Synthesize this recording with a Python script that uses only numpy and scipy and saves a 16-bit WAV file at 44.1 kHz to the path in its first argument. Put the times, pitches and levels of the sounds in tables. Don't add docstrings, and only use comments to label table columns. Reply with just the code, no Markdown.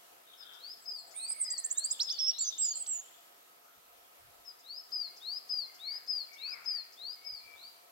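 import sys
import numpy as np
from scipy import signal
from scipy.fft import rfft, irfft, next_fast_len
from scipy.io import wavfile
from scipy.ndimage import uniform_filter1d

SR = 44100
rng = np.random.default_rng(int(sys.argv[2]) if len(sys.argv) > 2 else 0)


def master_out(mix):
    frames = np.transpose(np.atleast_2d(mix))
    ceiling = np.clip(frames, -1, 1)
    pcm = np.round(ceiling * 32767).astype(np.int16)
    wavfile.write(sys.argv[1], SR, pcm)


N = 348831


def gain_of(db):
    return 10 ** (np.asarray(db) / 20)


def evened(x):
    return x / np.sqrt(np.mean(x ** 2) + 1e-20)


def read(points, hz):
    f, value = np.transpose(points)
    return np.interp(np.log(hz + 1), np.log(f + 1), value)


def add(mix, s, sound):
    part = mix[round(s * SR):][:len(sound)]
    part += sound[:len(part)]


def wobble(size, span):
    smooth = signal.oaconvolve(rng.standard_normal(size + 400), np.hanning(span), "same")
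    return evened(smooth)[200:200 + size]


def band_noise(hz, width_hz, size):
    a, b = rng.standard_normal((2, 2, size))
    r = np.exp(-np.pi * width_hz / SR)
    slow = signal.lfilter([1], [1, -2 * r, r * r], a + 1j * b)
    carrier = np.exp(2j * np.pi * hz * np.arange(size) / SR)
    return evened((slow * carrier).real)


def place(x, left_db, lag):
    size = next_fast_len(N)
    delay = np.exp(-2j * np.pi * lag * np.fft.rfftfreq(size))
    late = irfft(rfft(x, size) * delay, size)[:N]
    return np.array([late * gain_of(min(left_db, 0)), x * gain_of(min(-left_db, 0))])


def whistle(rows, flutter_db, octave_db, cut_s=0.0011, low_octave_db=-90):
    s, hz, db = np.transpose(rows)
    t = np.arange(s[0], s[-1], 1 / SR)
    pitch = np.interp(t, s, hz)
    angle = 2 * np.pi * (np.cumsum(pitch) / SR + rng.random())
    flutter = wobble(len(t), span=300)
    low = gain_of(low_octave_db) * np.clip((4800 - pitch) / 1500, 0, 1)
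    octave = gain_of(octave_db + 0.0043 * (pitch - 6000)) + low
    tone = np.sin(angle) + octave * np.sin(2 * angle)
    edges = np.minimum(np.minimum((t - s[0]) / 0.00028, (s[-1] - t) / cut_s), 1)
    level = gain_of(np.interp(t, s, db) + flutter_db * flutter)
    return np.sqrt(2) * tone * edges * level


def trees(x, near_t60, low_t60, high_t60, far_db):
    taps = np.zeros((2, SR))
    at = np.arange(0, SR - 20, 20) + rng.integers(0, 20, (2, (SR - 1) // 20))
    np.put_along_axis(taps, at, rng.choice([-1., 1.], at.shape), 1)
    hz, t, z = signal.stft(taps, SR, nperseg=256)
    t60 = read([(3000, low_t60), (8000, high_t60)], hz)[:, None]
    far = gain_of(far_db - 60 * t / t60)
    near = gain_of(-60 * t / near_t60)
    tail = signal.istft(z * np.hypot(far, near), SR, nperseg=256)[1][:, :SR]
    tail *= np.minimum(np.arange(SR) / SR / 0.0041, 1)
    return signal.fftconvolve(x[None], tail / np.linalg.norm(tail[0]), axes=1)[:, :N]


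def hush():
    # frequency in Hz, relative level in dB per Hz.
    colour = [(25, -25), (60, -19), (125, -15.5), (250, -7.5), (450, 0.5), (1000, 1), (1600, -2),
              (3000, -4.5), (6000, -8), (10000, -8.5), (16000, -7.5)]
    # frequency in Hz, left-right likeness from -1 to 1.
    likeness = [(60, 0.51), (180, 0.23), (550, -0.078), (1650, -0.41), (4970, -0.0058), (15000, -0.18)]
    # frequency in Hz, left minus right in dB.
    lean = [(60, -2), (240, 0.5), (950, 2), (3770, 0), (15000, 0)]
    frames, hz = N // 256 + 5, np.fft.rfftfreq(1024, 1 / SR)
    a, b, c, d, patches = rng.standard_normal((frames, 513, 5)).T
    patches = evened(uniform_filter1d(uniform_filter1d(patches, 12, 0), 14, 1))
    swell = evened(uniform_filter1d(rng.standard_normal(frames), 60))
    same = np.clip(read(likeness, hz), -1, 1)[:, None]
    left = a + 1j * b
    right = same * left + np.sqrt(1 - same ** 2) * (c + 1j * d)
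    z = np.array([left, right])
    z *= gain_of(read(colour, hz)[:, None] + 1.17 * patches + 0.85 * swell)
    z *= gain_of(np.multiply.outer([.5, -.5], read(lean, hz)))[:, :, None]
    noise = signal.istft(z, nperseg=1024, noverlap=768)[1][:, :N]
    return gain_of(-59) * evened(noise)


def camera():
    # centre in Hz, width in Hz, left level in dB, left minus right in dB.
    hums = [(697.6, 35.4, -70, 4.5), (1286, 71, -73.5, 0.5)]
    # start in seconds, level in dB (about the peak on the right).
    tick_times = [(0.908, -50), (1.308, -40.5), (1.541, -43), (5.959, -43), (6.591, -64), (7.095, -49),
                  (7.561, -44.5)]
    whine_hz, beat_hz = 12947, 59.5
    t = np.arange(N) / SR
    hum = sum(gain_of([[db], [db - left_db]]) * band_noise(hz, width_hz, N)
              for hz, width_hz, db, left_db in hums)
    throb = 1 + 1.0 * np.cos(2 * np.pi * (beat_hz * t + rng.random()))
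    whine = gain_of(-66.5) * throb * np.sin(2 * np.pi * whine_hz * t)
    whine += gain_of(-74.5) * band_noise(12950, 300, N)[0]
    ticks, u = np.zeros(N), np.arange(400) / SR
    for s, db in tick_times:
        add(ticks, s, gain_of(db) * np.cos(2 * np.pi * 800 * u + 0.46) * np.exp(-u / 0.00074))
    return hum + place(whine, left_db=-20, lag=0) + place(ticks, left_db=-4, lag=0)


def chatter(start, end, hz, spread_hz, glide_hz, db):
    gap_s, note_s = .045, .04
    s = np.arange(start, end, gap_s)
    late, off, loud = rng.uniform(-1, 1, (16, 3))[:len(s)].T
    first = hz + spread_hz * off
    return list(zip(s + .02 * late, note_s + 0 * s, first, first + glide_hz, db + 3.6 * loud))


def warbler():
    # start in seconds, length in seconds, first pitch in Hz, last pitch in Hz,
    # level in dB before fading, panning and scatter.
    notes = [(0.25, 0.096, 3640, 3773, -59), (0.293, 0.076, 3480, 3290, -57),
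             (0.373, 0.13, 3717, 3508, -49.5), (0.424, .14, 3350, 3210, -59),
             (0.502, 0.066, 3650, 3500, -55), (0.792, .06, 7630, 7820, -60),
             (0.885, 0.042, 7000, 7800, -58), (.934, 0.084, 7840, 8960, -62),
             (0.98, 0.037, 7660, 7670, -57.5), (1.058, .055, 6880, 8470, -58.5),
             (1.105, .045, 7000, 7040, -58), (1.909, .06, 4000, 3310, -49),
             (2.055, 0.061, 4100, 3300, -43.5), (2.101, .055, 3500, 2880, -51),
             (2.171, 0.052, 3600, 3274, -45), (2.26, 0.042, 3040, 2850, -54),
             (2.327, .038, 4400, 3640, -42.5), (2.386, 0.045, 4150, 3750, -48),
             (2.428, .036, 3500, 3420, -52), (2.492, .07, 4200, 3414, -46), (2.553, 0.046, 3070, 3020, -53),
             (2.627, 0.077, 3050, 2880, -57.5), (6.348, .11, 2890, 2610, -58.5)]
    # from and to in seconds, middle of the first pitches in Hz,
    # their spread in Hz, glide in Hz, middle level in dB before fading, panning and scatter.
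    bouts = [(2.72, 3.25, 3300, 500, -250, -64)]
    bend_share, bend_done = 0.373, .6
    song = np.zeros(N)
    for s, length, from_hz, to_hz, db in notes + sum((chatter(*bout) for bout in bouts), []):
        bend = (bend_share * length, from_hz + bend_done * (to_hz - from_hz), db)
        note = whistle([(0, from_hz, db), bend, (length, to_hz, db)], flutter_db=5.5, octave_db=-62)
        burr = 1 + .5 * wobble(len(note), span=120)
        add(song, s, note * burr * np.hanning(len(note)))
    wood = trees(song, .15, .9, .3, far_db=-4)
    return place(gain_of(-3.5) * song, left_db=11, lag=6.6) + gain_of([[-4], [-10]]) * wood


def far_birds():
    # start in seconds, length in seconds, first pitch in Hz, last pitch in Hz,
    # peak level in dB.
    plain_whistles = [(5.02, 0.13, 2192, 2160, -65), (5.65, 0.1, 2190, 2045, -60),
                      (5.821, 0.13, 2305, 2145, -54), (6.283, 0.094, 2290, 2210, -52.5),
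                      (6.743, 0.045, 1940, 1800, -53), (7.161, .19, 2170, 2292, -57),
                      (7.401, 0.19, 2361, 2305, -52), (7.597, 0.18, 2303, 2274, -67)]
    # time in seconds, pitch in Hz, level in dB.
    arched_calls = [
        [(1.14, 2130, -54), (1.164, 2390, -60), (1.23, 2590, -61), (1.309, 2310, -60.5), (1.5, 1955, -55.5),
         (1.83, 1640, -64.5), (1.85, 1660, -85)],
        [(6.4, 2184, -49), (6.478, 2620, -51.5), (6.509, 2540, -50.5), (6.541, 2230, -44.5), (6.59, 1930, -56)],
    ]
    # middle in seconds, length in seconds, centre in Hz, width in Hz, level in dB.
    rasps = [(0.494, 0.33, 1486, 410, -57.5), (1.102, 0.31, 701.4, 300, -59), (3.682, 0.23, 1358, 300, -62),
             (5.967, 0.35, 1880, 700, -58.5), (6.56, 0.36, 1402, 644, -53), (6.699, 0.81, 2163, 704, -61)]
    swell_share, swell_db, fade_db = 0.52, -9, -8.5
    song = np.zeros(N)
    plain = []
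    for s, length, from_hz, to_hz, db in plain_whistles:
        peak = (s + swell_share * length, from_hz + swell_share * (to_hz - from_hz), db)
        plain.append([(s, from_hz, db + swell_db), peak, (s + length, to_hz, db + fade_db)])
    for rows in arched_calls + plain:
        add(song, rows[0][0], whistle(rows, flutter_db=3.5, octave_db=-36))
    for s, length, hz, width_hz, db in rasps:
        size = round(length * SR)
        rasp = band_noise(hz, width_hz, size)[0] * np.hanning(size)
        add(song, s - length / 2, gain_of(db) * rasp)
    wood = trees(song, 0.078, 1.0, 0.53, far_db=-6.0)
    return place(gain_of(-3.0) * song, left_db=26, lag=10.3) + gain_of([[-8], [-11]]) * wood


def tit():
    # seconds from the note's start, pitch in Hz, level in dB (slurs: pitch and time before scaling).
    rise = [(0, 3282, -31.5), (.02, 3690, -15.5), (.045, 3925, -9.5), (.075, 4314, -2), (.105, 4534, -2),
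            (.14, 4910, -2), (.158, 4990, -1), (.183, 5165, -3), (.198, 5240, -16)]
    fall = [(0, 4450, -12.5), (.007, 5144, -2), (.024, 5074, 2.5), (.065, 4938, 2), (.1, 4773, 1),
            (.135, 4386, -4.5), (.165, 4155, -9), (.19, 4280, -21)]
    chip_shape = [(0, 4500, -6), (.002, 5200, 0), (.006, 7500, -14), (.009, 7300, -14), (.012, 5100, 0),
                  (.016, 4800, -7)]
    opening = [(0, 5450, -15.5), (.03, 5150, -1), (.062, 4940, -3), (.075, 4880, -5)]
    # start in seconds, level in dB, pitch factor, length factor.
    rises = [(0.573, -46, 1.016, 0.9), (1.147, -43, 0.97, 0.95), (1.732, -40.5, 0.98, 1.035),
             (2.316, -41, .98, 0.9), (4.628, -43, 1.015, 0.96), (5.202, -35, 0.98, 0.96),
             (5.782, -36, 0.977, 1.036), (6.369, -36.5, 0.98, 0.91), (6.961, -39, 0.96, 0.94),
             (7.54, -53, 0.93, 0.77)]
    # start in seconds, level in dB, pitch factor.
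    falls = [(.855, -43, 1.003), (1.441, -42, .99), (2.03, -42.5, 1.015), (2.612, -44.5, .99),
             (4.919, -36, .99), (5.492, -34.5, .99), (6.076, -34, .999), (6.655, -34.5, 1),
             (7.244, -45.5, 1)]
    # start in seconds, level in dB.
    openings = [(0.371, -50.5), (4.448, -45.5)]
    # seconds ahead of it, level in dB before a slur of -40 dB
    chip_rise, chip_fall = (0.039, -54.5), (.013, -59)
    chip_follows = 0.66
    song, scattered = np.zeros((2, N))
    slurs = [(rise, chip_rise, *row) for row in rises]
    slurs += [(fall, chip_fall, *row, 1) for row in falls]
    for shape, (lead_s, chip_db), s, db, pitch, length in slurs:
        note = whistle(np.multiply(shape, [length, pitch, 1]), flutter_db=1.1, octave_db=-50)
        add(song, s, gain_of(db) * note)
        add(scattered, s, gain_of(db - 0.72 * (db + 34.5)) * note)
        chip = whistle(chip_shape, flutter_db=1.5, octave_db=-50)
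        chip = gain_of(chip_db + chip_follows * (db + 40)) * chip
        add(song, s - lead_s, chip)
        add(scattered, s - lead_s, gain_of(13) * chip)
    for s, db in openings:
        note = gain_of(db) * whistle(opening, flutter_db=2.5, octave_db=-50)
        add(song, s, note)
        add(scattered, s, note)
    song += 0.16 * np.roll(song, round(.00276 * SR))
    wood = trees(scattered, 0.091, 1.0, 0.074, far_db=-11.0)
    return place(song, left_db=8.5, lag=-0.027) + gain_of([[-11], [-13]]) * wood


def stroke(s, length, foot_hz, shelf_hz, top_hz, reach, leave, db, flick_db):
    foot_db, climb_db, top_db = -22.5, -9.5, -5
    left_hz = shelf_hz * 1.03
    return [(s, foot_hz, db + foot_db),
            (s + reach / 2, (foot_hz + shelf_hz) / 2, flick_db),
            (s + reach, shelf_hz, db),
            (s + leave, left_hz, db),
            (s + (leave + length) / 2, (left_hz + top_hz) / 2, db + climb_db),
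            (s + length, top_hz, db + top_db)]


def slur(foot_hz, drop_hz, held):
    scoop_s, scoop_db, drop_s, drop_db = .009, -12, .011, -22.5
    (s0, _, db0), (s1, _, db1) = held[0], held[-1]
    return [(s0 - scoop_s, foot_hz, db0 + scoop_db), *held, (s1 + drop_s, drop_hz, db1 + drop_db)]


def right_singer():
    # start in seconds, length in seconds, foot, shelf and top pitch in Hz, seconds until
    # the shelf is reached, seconds until it is left, shelf level in dB, level halfway up the flick in dB.
    strokes = [(1.5, .031, 5600, 7500, 9300, .007, .022, -30, -42),
               (1.575, .028, 4700, 7600, 9200, .009, .016, -30, -40),
               (1.638, .028, 5860, 7400, 8700, .011, .014, -27, -37),
               (1.702, .028, 5900, 7300, 8960, .013, .016, -26, -36),
               (1.77, .028, 6000, 7300, 8800, .012, .015, -24, -34),
               (1.838, .026, 6000, 7450, 9060, .009, .013, -24.5, -38),
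               (1.905, .026, 6100, 7250, 8930, .008, .012, -26, -34),
               (1.992, .042, 2720, 5350, 7220, .021, .03, -27, -25),
               (2.088, .04, 2930, 5200, 6670, .015, .027, -29.5, -36)]
    # pitch scooped up or down from in Hz, last pitch in Hz, then a list of points,
    # each with time in seconds, pitch in Hz, level in dB.
    slurs = [ (9000, 8400, [(1.14, 8840, -60), (1.166, 8610, -40.5), (1.24, 8490, -39.5),
             (1.256, 8320, -37)]), (6910, 8800, [(1.287, 8140, -38.5), (1.304, 8450, -28)]),
             (8880, 8400, [(1.32, 7960, -32), (1.33, 8280, -33)]), (8100, 6000, [(1.353, 8330, -50),
             (1.388, 8960, -47), (1.418, 8370, -25.5), (1.424, 8040, -31), (1.439, 7990, -31.5)]),
             (3730, 3200, [(2.192, 5620, -30), (2.218, 5237, -30.5), (2.265, 5300, -28.5),
             (2.297, 5570, -23.5), (2.306, 5690, -27.5)]), (5360, 5000, [(2.392, 7430, -32),
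             (2.427, 7180, -29.5), (2.443, 6830, -36.5), (2.452, 6220, -35.5), (2.492, 6170, -29)]),
             (5710, 6500, [(2.588, 7600, -34), (2.623, 7620, -25), (2.668, 7080, -29.5), (2.674, 6830, -36),
             (2.69, 6960, -27), (2.7, 6700, -41), (2.711, 6830, -33), (2.721, 6590, -31)]),
             (7210, 7050, [(2.758, 7700, -32.5), (2.766, 7330, -36), (2.778, 7180, -34)]),
             (7930, 7000, [(2.775, 8120, -44), (2.79, 8250, -43), (2.825, 7780, -32)]),
             (3010, 5870, [(2.871, 7780, -37.5), (2.915, 7530, -30.5), (2.949, 7090, -34.5),
             (3.003, 6700, -41)]), ]
    song = np.zeros(N)
    for rows in [stroke(*row) for row in strokes] + [slur(*row) for row in slurs]:
        note = whistle(rows, flutter_db=1.2, octave_db=-35, cut_s=.00008, low_octave_db=-13)
        add(song, rows[0][0], note)
    song += gain_of(-15) * np.roll(song, round(0.012 * SR))
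    wood = trees(song, 0.13, 1.0, 0.71, far_db=-12.5)
    return place(song, left_db=-5, lag=1.79) + gain_of([[-15], [-13]]) * wood


def wind():
    # middle in seconds, length in seconds, centre in Hz, level in dB of each side's
    puffs = [(3.78, 0.029, 120, -73), (3.949, 0.21, 59.8, -86), (4.262, 0.12, 104.1, -70.5),
             (4.37, 0.13, 60.1, -78), (7.072, 0.1, 67.6, -84), (7.336, .04, 81.3, -71),
             (7.464, 0.054, 59, -76), (7.562, 0.044, 59.5, -78)]
    t, out = np.arange(N) / SR, np.zeros((2, N))
    for s, length, hz, db in puffs:
        near = slice(round((s - 2 * length) * SR), round((s + 2 * length) * SR))
        puff = band_noise(hz, 0.91 * hz, len(t[near]))
        swell = np.exp(-((t[near] - s) / length * 2) ** 2)
        out[:, near] += gain_of(db) * swell * (puff + 0.4 * puff[::-1])
    return out


def scene():
    return tit() + right_singer() + far_birds() + warbler() + hush() + wind() + camera()


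def record(dry):
    edge_hz = 15880
    low_pass = signal.firwin(1023, edge_hz, window=("kaiser", 9), fs=SR)
    return signal.oaconvolve(dry, low_pass[None], "same")


dry = scene()
out = record(dry)
master_out(out)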